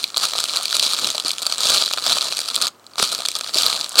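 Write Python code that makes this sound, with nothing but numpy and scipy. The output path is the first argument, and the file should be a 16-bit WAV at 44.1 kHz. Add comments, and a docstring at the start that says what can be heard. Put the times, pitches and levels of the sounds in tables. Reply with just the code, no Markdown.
"""A thin plastic bag crackles around a soft toy as it is squeezed and turned, close to a small microphone.
Creases buckle in sharp snaps over a dense crackle and the duller rustle of the whole sheet.
Film slides on film, slack patches flop and fingers rub the toy; the hands rest once.
Behind it is a quiet room with a faint mains hum.
The microphone rings near 4 kHz and overloads on the hardest snaps."""
import sys
import numpy as np
from scipy import signal
from scipy.fft import rfft, irfft
from scipy.io import wavfile
from scipy.ndimage import uniform_filter1d

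SR = 44100
rng = np.random.default_rng(int(sys.argv[2]) if len(sys.argv) > 2 else 0)


def store_pcm(level_fs):
    """Save levels as 16-bit WAV."""
    pcm = np.round(np.clip(level_fs, -1, 1) * 32767).astype(np.int16)
    wavfile.write(sys.argv[1], SR, np.atleast_2d(pcm).T)


N = 176400

# colour of the quiet room: frequency_hz, relative_db
ROOM_TONE_COLOUR = [(30, -19), (70, -16), (110, -8), (250, 4), (500, 1.5), (720, 2), (900, -2), (1200, 3),
                    (1900, -9.5), (4200, -19), (8000, -30), (16000, -18)]
# how long the walls reverberate: frequency_hz, t60_s
ROOM_DECAY = [(150, 0.5), (1000, 0.32), (4000, 0.17), (9000, 0.15), (16000, 0.18)]
# fingers rubbing the toy through the bag: start_s, length_s, peak_db
FINGER_RUBS = [(.96, 0.17, -40), (1.245, .04, -44), (1.692, .11, -45), (2.06, 0.098, -40)]
# dull colour of that rubbing: frequency_hz, relative_db
RUB_COLOUR = [(30, -37), (100, -14), (170, -4.5), (300, 1), (500, -1), (1000, -20), (4000, -50)]
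# hiss of film sliding on film: frequency_hz, relative_db
SLIDE_COLOUR = [(30, -46), (150, -7), (700, -1.5), (1300, -3.5), (2000, -1.5), (3000, 0.5), (4200, -1.5),
                (5500, 1), (8500, 1), (11000, -8), (16000, -15)]
# broad patches of film flopping under the fingers: start_s, peak_db, pitch_hz
FILM_FLOPS = [(.598, -28, 736), (.864, -33, 294), (1.029, -29, 530), (1.043, -31, 270), (1.147, -27, 667),
              (1.248, -27.5, 328), (2.066, -22, 630), (2.109, -23, 720), (2.982, -25.5, 706),
              (3.001, -23.5, 402), (3.027, -27.5, 216), (3.2, -26.5, 695), (3.558, -23.5, 356),
              (3.562, -22.5, 650)]
# a buckling crease as the close microphone hears it: frequency_hz, relative_db
CREASE_COLOUR = [(30, -51), (100, -33), (200, -25.5), (400, -17), (550, -12.5), (720, -10), (850, -13),
                 (1300, -3.5), (1650, -15), (2000, -24), (2400, -8.5), (2750, -13.5), (3200, -6.5),
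                 (3750, -1), (4400, 3), (5100, -9), (6400, -10.5), (8600, -8.5), (10000, -16), (11500, -22),
                 (13000, -22.5), (16000, -36.5)]
# how hard the bag is crumpled, in relative levels: time_s, crackle_db, rustle_db
CRUMPLE_EFFORT = [(0.0, -30.5, -40.5), (0.091, -36.5, -50), (0.135, -43.5, -44), (0.165, -32.5, -48),
                  (0.239, -17.5, -24.5), (0.278, -27, -40), (0.349, -29.5, -42), (0.364, -24.5, -36),
                  (0.454, -27, -40.5), (0.599, -27, -31.5), (0.678, -28, -44.5), (0.753, -20.5, -34.5),
                  (0.803, -25.5, -38.5), (0.838, -17, -32.5), (0.968, -25, -37.5), (1.052, -23.5, -35),
                  (1.122, -27.5, -43.5), (1.147, -28.5, -36), (1.227, -35, -45), (1.262, -25.5, -31.5),
                  (1.292, -26.5, -38), (1.377, -36, -45), (1.432, -32.5, -37), (1.527, -25, -36.5),
                  (1.576, -30.5, -42), (1.586, -27, -35), (1.636, -18, -32), (1.754, -15.5, -25),
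                  (1.791, -20, -35.5), (1.826, -20, -28), (1.841, -24, -37), (1.921, -31.5, -51),
                  (1.937, -26, -31), (1.956, -32, -42.5), (2.12, -17.5, -27), (2.135, -21.5, -35),
                  (2.175, -21.5, -31), (2.19, -27, -39), (2.23, -23.5, -31), (2.295, -27.5, -38),
                  (2.484, -29.5, -42), (2.529, -30.5, -33.5), (2.545, -26, -50), (2.574, -32.5, -37),
                  (2.655, -20, -29.5), (2.694, -50, -44), (2.699, -65, -70), (2.963, -54, -55),
                  (2.968, -42, -58), (2.985, -22, -30.5), (3.026, -16.5, -28.5), (3.113, -29, -42.5),
                  (3.128, -23.5, -29), (3.178, -30.5, -41.5), (3.198, -27, -33), (3.228, -32.5, -39),
                  (3.342, -34, -53), (3.357, -25.5, -33), (3.397, -35.5, -42), (3.497, -30, -42),
                  (3.524, -33.5, -46), (3.556, -19, -31), (3.67, -20, -30), (3.79, -27.5, -35.5),
                  (3.9, -35, -43), (3.95, -33, -35), (3.976, -21.5, -27), (3.99, -6, -20.5),
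                  (4.0, -7.5, -20.5)]
# single large creases, in relative levels: start_s, level_db, body_db, treble_db
CREASE_SNAPS = [(0.029, -26, -24, 1), (0.041, -7, -36.5, -21), (0.0682, -31, -15, -18),
                (0.1441, -20, -9, -28), (0.1639, -16, -11, -11), (0.171, -8, -9.5, -5.5),
                (0.1788, -10, -22, -5), (0.253, -12.5, -14, -3), (0.2879, -21.5, -14, -2),
                (0.3353, -15.5, -5, -8), (0.353, -19.5, -1, -16), (0.3574, -21, -9, -16),
                (0.3823, -13.5, -15, -11), (0.3878, -13, -6, -4), (0.4027, -14, -10, -1),
                (0.44, -11.5, -8.5, -3.5), (0.4954, -15.5, -20, -18), (0.5294, -21, -12, -12),
                (0.5359, -17.5, -6, -8), (0.5597, -14.5, -9, -5), (0.5643, -15, -17, -5),
                (0.5714, -10, -12.5, -10), (0.6312, -21, -17, 9), (0.6554, -12, -21, -9),
                (0.6808, -20.5, -21, -17), (0.7274, -12.5, -6.5, -13), (0.744, -14.5, -16, -18),
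                (0.7544, -15, -6, 0), (0.7673, -8, -13, -0.5), (0.796, -6.5, -19, -11),
                (0.799, -11.5, -37, -16), (0.8273, -13, -14, -12), (0.834, -16, -12, -3),
                (0.8927, -25, -21, -5), (0.9345, -10.5, -9.5, -5), (0.9425, -17, -14, -11),
                (0.9886, -15.5, -5, -5), (1.0343, -21.5, -3, -6), (1.0451, -9, -19, -16),
                (1.0718, -14, -7, -2.5), (1.089, -20, -23, -13), (1.0946, -25.5, -1, -8),
                (1.103, -13.5, -14, -3), (1.1527, -18, -15, -10), (1.1668, -26, -4, -1),
                (1.1803, -13.5, -10, -9), (1.199, -14.5, -16, -9), (1.249, -19.5, -10, -8),
                (1.2603, -14, -21, -18), (1.2815, -13.5, -18, -3.5), (1.2927, -18, -11, -4),
                (1.306, -13, -30, -13), (1.3157, -16.5, -23, -3), (1.3829, -18.5, -14, -6),
                (1.3916, -28, -20, 0), (1.3994, -31, -10, -1), (1.4192, -20, -8, -3),
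                (1.4246, -18.5, -15, -2), (1.4297, -19, -21, -4), (1.4543, -22, -13, -4),
                (1.4661, -8, -12.5, -6.5), (1.4704, -19, -19, -6), (1.5237, -11, -11, -10),
                (1.582, -18.5, -28, -2), (1.6054, -14, -10, -5), (1.656, -17, 0, 1), (1.67, -12, -22, -9),
                (1.6872, -17, -21, -2), (1.7019, -8, -8, -3), (1.7343, -12, -14, -11),
                (1.772, -11, -19, -8), (1.778, -12.5, -24, -24), (1.782, -12, -21, -21),
                (1.8229, -10, -11, -23), (1.8367, -16, -16, -16), (1.8603, -12.5, -29, -13),
                (1.8669, -20, -16, -13), (1.8781, -17.5, -9, -14), (1.889, -23, -25, -6),
                (1.911, -20, 3, -10), (1.9141, -19, -18, -11), (1.9273, -21, -18, 2),
                (1.9312, -19, -26, -20), (1.936, -11.5, -30, -9.5), (1.9751, -16, -1, -11),
                (1.984, -16.5, -4, -17), (2.0647, -10, -4.5, -5), (2.0706, -13, -23, -11),
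                (2.0778, -15, -18, -20), (2.0963, -12, -9, -10), (2.121, -10, -10, -10),
                (2.1283, -8.5, -13, -12), (2.1696, -16.5, 1, -10), (2.1845, -13.5, -14, -10),
                (2.21, -13, -22, -16), (2.2177, -14.5, -28, -16), (2.2437, -21, -13, -1),
                (2.2847, -19, -13, -9), (2.2899, -23, -14, -21), (2.3242, -15.5, -9, -12),
                (2.3286, -22, -17, -7), (2.3702, -16.5, -20, -6), (2.3823, -20, -24, -2),
                (2.3905, -13.5, -10, -4), (2.4034, -17, -14, -3), (2.4846, -19, -17, -10),
                (2.4876, -16.5, -7, -7.5), (2.5016, -19, -21, -11), (2.5458, -19, -16, -7),
                (2.547, -19.5, -12, -9), (2.5563, -14.5, -12, 5), (2.562, -7, -19, -14),
                (2.5769, -21, 0, -5), (2.6152, -12, -10, -4), (2.6215, -12.5, -14, 2),
                (2.6248, -13.5, -16, -8), (2.6371, -17, -10, -22), (2.6693, -12, -12, -8),
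                (2.6777, -18, -16, -1), (2.6825, -21, -10, -3), (2.866, -33, -21, -7),
                (2.9353, -36, -10, -15), (2.957, -29, -2, -8), (2.9819, -17.5, 2, -19),
                (2.9983, -13, 2, -2), (3.0265, -8.5, 5.5, 6.5), (3.1179, -18, -16, -3),
                (3.13, -21, -11, 11), (3.1488, -15, -21, -5), (3.2047, -20, -10, -7),
                (3.252, -16.5, -9, -8), (3.2549, -13.5, -19, -18), (3.26, -14.5, -32, -6),
                (3.2733, -28, -5, -4), (3.2859, -10, -13, 0.5), (3.3062, -26, -19, 0),
                (3.3158, -20.5, -25, -3), (3.3527, -15, -24, -11), (3.3637, -19, -8, -3),
                (3.3879, -22, -25, 1), (3.4105, -17, -5.5, -5), (3.4437, -21, -12, -16),
                (3.463, -27.5, -1, -9), (3.4937, -24, -6, -13), (3.5441, -13, -29, -4),
                (3.5714, -14.5, -18, -2), (3.577, -13, -33, -14), (3.5846, -6.5, -39, -14),
                (3.6215, -17, -20, 12), (3.6335, -10, -19, -16), (3.6581, -18, -6, -6),
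                (3.6645, -3, -16, -13.5), (3.6992, -14, -7, -9), (3.7279, -14.5, -12, -21),
                (3.7509, -19, -10, -10), (3.7592, -21, -26, -10), (3.764, -17.5, -16, -9),
                (3.8117, -13.5, -28, -11), (3.8437, -17.5, -18, -8), (3.8932, -22.5, -20, 19),
                (3.92, -32, -15, 3), (3.929, -29, -15, 3), (3.9563, -14.5, -11, -10)]

BODY_EDGE_HZ, TREBLE_EDGE_HZ = 2090, 5660  # the microphone's ring lies between these
USUAL_EFFORT_DB = -26.5  # crackle_db in ordinary handling


def amp(db):
    """Decibels to gain."""
    return 10 ** (np.asarray(db) / 20)


def unit(x):
    """Scales to an energy of one."""
    return x / np.sqrt(np.sum(x ** 2) + 1e-20)


def read(points, hz):
    """Reads a table along a log-frequency axis."""
    table_hz, value = np.transpose(points)
    return np.interp(np.log(hz + 1), np.log(table_hz), value)


def add(mix, start_s, sound):
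    """Mixes a sound in at a time."""
    part = mix[round(start_s * SR):][:len(sound)]
    part += sound[:len(part)]


def noise(colour):
    """Steady noise of a given colour, at an RMS of one."""
    spectrum = rfft(rng.standard_normal(N)) * amp(read(colour, np.fft.rfftfreq(N, 1 / SR)))
    return np.sqrt(N) * unit(irfft(spectrum, N))


def steadied(x, span_s):
    """Evens out the slow level of a train of clicks."""
    window = signal.windows.hann(int(span_s * SR))
    power = abs(signal.oaconvolve(x ** 2, window / window.sum(), "same"))
    return x / np.sqrt(power + 1e-3 * np.mean(x ** 2))


def effort():
    """How hard the hands work at each sample: crackle_db, rustle_db."""
    time_s, crackle_db, rustle_db = np.transpose(CRUMPLE_EFFORT)
    t = np.arange(N) / SR
    return np.interp(t, time_s, crackle_db), np.interp(t, time_s, rustle_db)


def room_tone(noise_db=-52, hum_db=-69, hum_hz=100):
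    """The room behind the bag: soft steady noise and a faint mains hum."""
    hum = np.sqrt(2) * np.sin(2 * np.pi * hum_hz * np.arange(N) / SR)
    return amp(noise_db) * noise(ROOM_TONE_COLOUR) + amp(hum_db) * hum


def reflections(direct, near_db=-15, near_decay_s=0.002, walls_db=-21.5):
    """The close sound, quick reflections off the hands and toy, then a faint tail from the walls."""
    t = np.arange(SR // 2) / SR
    near, far = rng.standard_normal((2, len(t))) * (rng.random((2, len(t))) < .1)
    early = near * (t > .001) * np.exp(-t / near_decay_s)
    hz, frame_s, spectra = signal.stft(far * (t > .004), SR, nperseg=256)
    decay = amp(-60 * frame_s / read(ROOM_DECAY, hz)[:, None])
    tail = signal.istft(spectra * decay, SR, nperseg=256)[1][:len(t)]
    response = amp(near_db) * unit(early) + amp(walls_db) * unit(tail)
    return direct + signal.fftconvolve(direct, response)[:N]


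def finger_rubbing():
    """Dull friction on the toy that swells and fades with each shift of the grip."""
    t = np.arange(N) / SR
    level = sum(amp(peak_db) * np.sin(np.pi * np.clip((t - start_s) / length_s, 0, 1))
                for start_s, length_s, peak_db in FINGER_RUBS)
    return level * noise(RUB_COLOUR)


def film_sliding(usual_db=-38, db_per_effort_db=0.64):
    """Film rubs on film and fills the gaps between creases while the hands move."""
    effort_db, _ = effort()
    hiss_db = usual_db + db_per_effort_db * (effort_db - USUAL_EFFORT_DB)
    return amp(np.minimum(hiss_db, effort_db)) * noise(SLIDE_COLOUR)


def film_flops(rise_s=0.0022):
    """Slack film flops over with a low pop, a few cycles long."""
    out, t = np.zeros(N), np.arange(SR // 20) / SR
    envelope = t / rise_s * np.exp(1 - t / rise_s)
    for start_s, peak_db, pitch_hz in FILM_FLOPS:
        add(out, start_s, amp(peak_db) * envelope * np.sin(2 * np.pi * (pitch_hz * t + rng.random())))
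    return out


def crease(body_db, ring_db, treble_db, ripple_db, shiver, shiver_s, size=1024):
    """One buckle: a click with a brief shiver of the film, in a colour of its own."""
    hz, t = np.fft.rfftfreq(size, 1 / SR), np.arange(size) / SR
    ripple = uniform_filter1d(uniform_filter1d(rng.standard_normal(len(hz)), size=22), size=12)
    detune = np.exp(.04 * rng.standard_normal())
    colour = amp(read(CREASE_COLOUR, hz * detune) + ripple_db * ripple / ripple.std())
    click = t == t[10]
    flutter = unit(rng.standard_normal(size) * t * np.exp(-t / shiver_s))
    push = rfft(click + shiver * flutter)
    body = 1 / (1 + (hz / BODY_EDGE_HZ) ** 12)
    treble = 1 - 1 / (1 + (hz / TREBLE_EDGE_HZ) ** 12)
    bands = (body_db, body), (ring_db, abs(1 - body - treble)), (treble_db, treble)
    gain = sum(amp(db) * colour * band / np.linalg.norm(colour * band * push) for db, band in bands)
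    # minimum phase keeps the attack sharp, with all the ringing after it
    log_gain = np.log(gain / gain.max() + 1e-5)
    mirrored = np.r_[log_gain, log_gain[-2:0:-1]]
    response = np.exp(np.conj(signal.hilbert(mirrored)))[:len(hz)]
    return rng.choice([-1, 1]) * unit(irfft(response * push))


def bag_crumpling(usual_per_s=1050, doubling_db=7, size_spread_db=5.5, kinds=48):
    """Swarms of small creases, more with harder crumpling: each crackles and shakes the sheet around it."""
    crackle_db, rustle_db = effort()
    creases_per_s = usual_per_s * 2 ** ((crackle_db - USUAL_EFFORT_DB) / doubling_db)
    buckles = rng.random(N) < creases_per_s / SR
    sizes = amp(size_spread_db * np.minimum(rng.exponential(1, N), 3.19))
    kind = rng.integers(0, kinds, N)
    crackle, rustle = np.zeros((2, N))
    for k in range(kinds):
        train = buckles * sizes * (kind == k)
        bright = crease(body_db=-35, ring_db=0, treble_db=-7, ripple_db=2.5, shiver=0.88, shiver_s=.00036)
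        dull = crease(body_db=0, ring_db=-30, treble_db=-55, ripple_db=3.5, shiver=1.1, shiver_s=.00067)
        crackle += signal.oaconvolve(train, bright)[:N]
        rustle += signal.oaconvolve(train, dull)[:N]
    crackle = amp(crackle_db - 0.5) * steadied(crackle, span_s=0.1)
    rustle = amp(rustle_db - 1.5) * steadied(rustle, span_s=0.067)
    return crackle + rustle


def bag_snaps(energy_span_s=.003):
    """The large creases, each giving way at its own moment right by the microphone."""
    out = np.zeros(N)
    for start_s, level_db, body_db, treble_db in CREASE_SNAPS:
        snap = crease(body_db=body_db - 1, ring_db=0, treble_db=treble_db + 0.5,
                      ripple_db=2.0, shiver=1.4, shiver_s=.00036)
        add(out, start_s, amp(level_db - 1) * np.sqrt(energy_span_s * SR) * snap)
    return out


def scene():
    """The bag up close in the quiet room, in mono."""
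    bag = bag_crumpling() + film_sliding() + bag_snaps() + film_flops() + finger_rubbing()
    return (room_tone() + reflections(bag))[None]


def record(dry):
    """The microphone flattens the tallest peaks, a little unevenly, and loses the highest treble."""
    oversampled = signal.resample_poly(dry, 3, 1, axis=1)
    ceiling = 0.71 * (1 + 0.0069 * np.sign(oversampled))
    flattened = oversampled / (1 + (oversampled / ceiling) ** 6) ** (1 / 6)
    overloaded = signal.resample_poly(flattened, 1, 3, axis=1)
    lowpass = signal.firwin(511, cutoff=16100, window=("kaiser", 9), fs=SR)
    return signal.oaconvolve(overloaded, lowpass[None], "same")


dry = scene()
out = record(dry)
store_pcm(out)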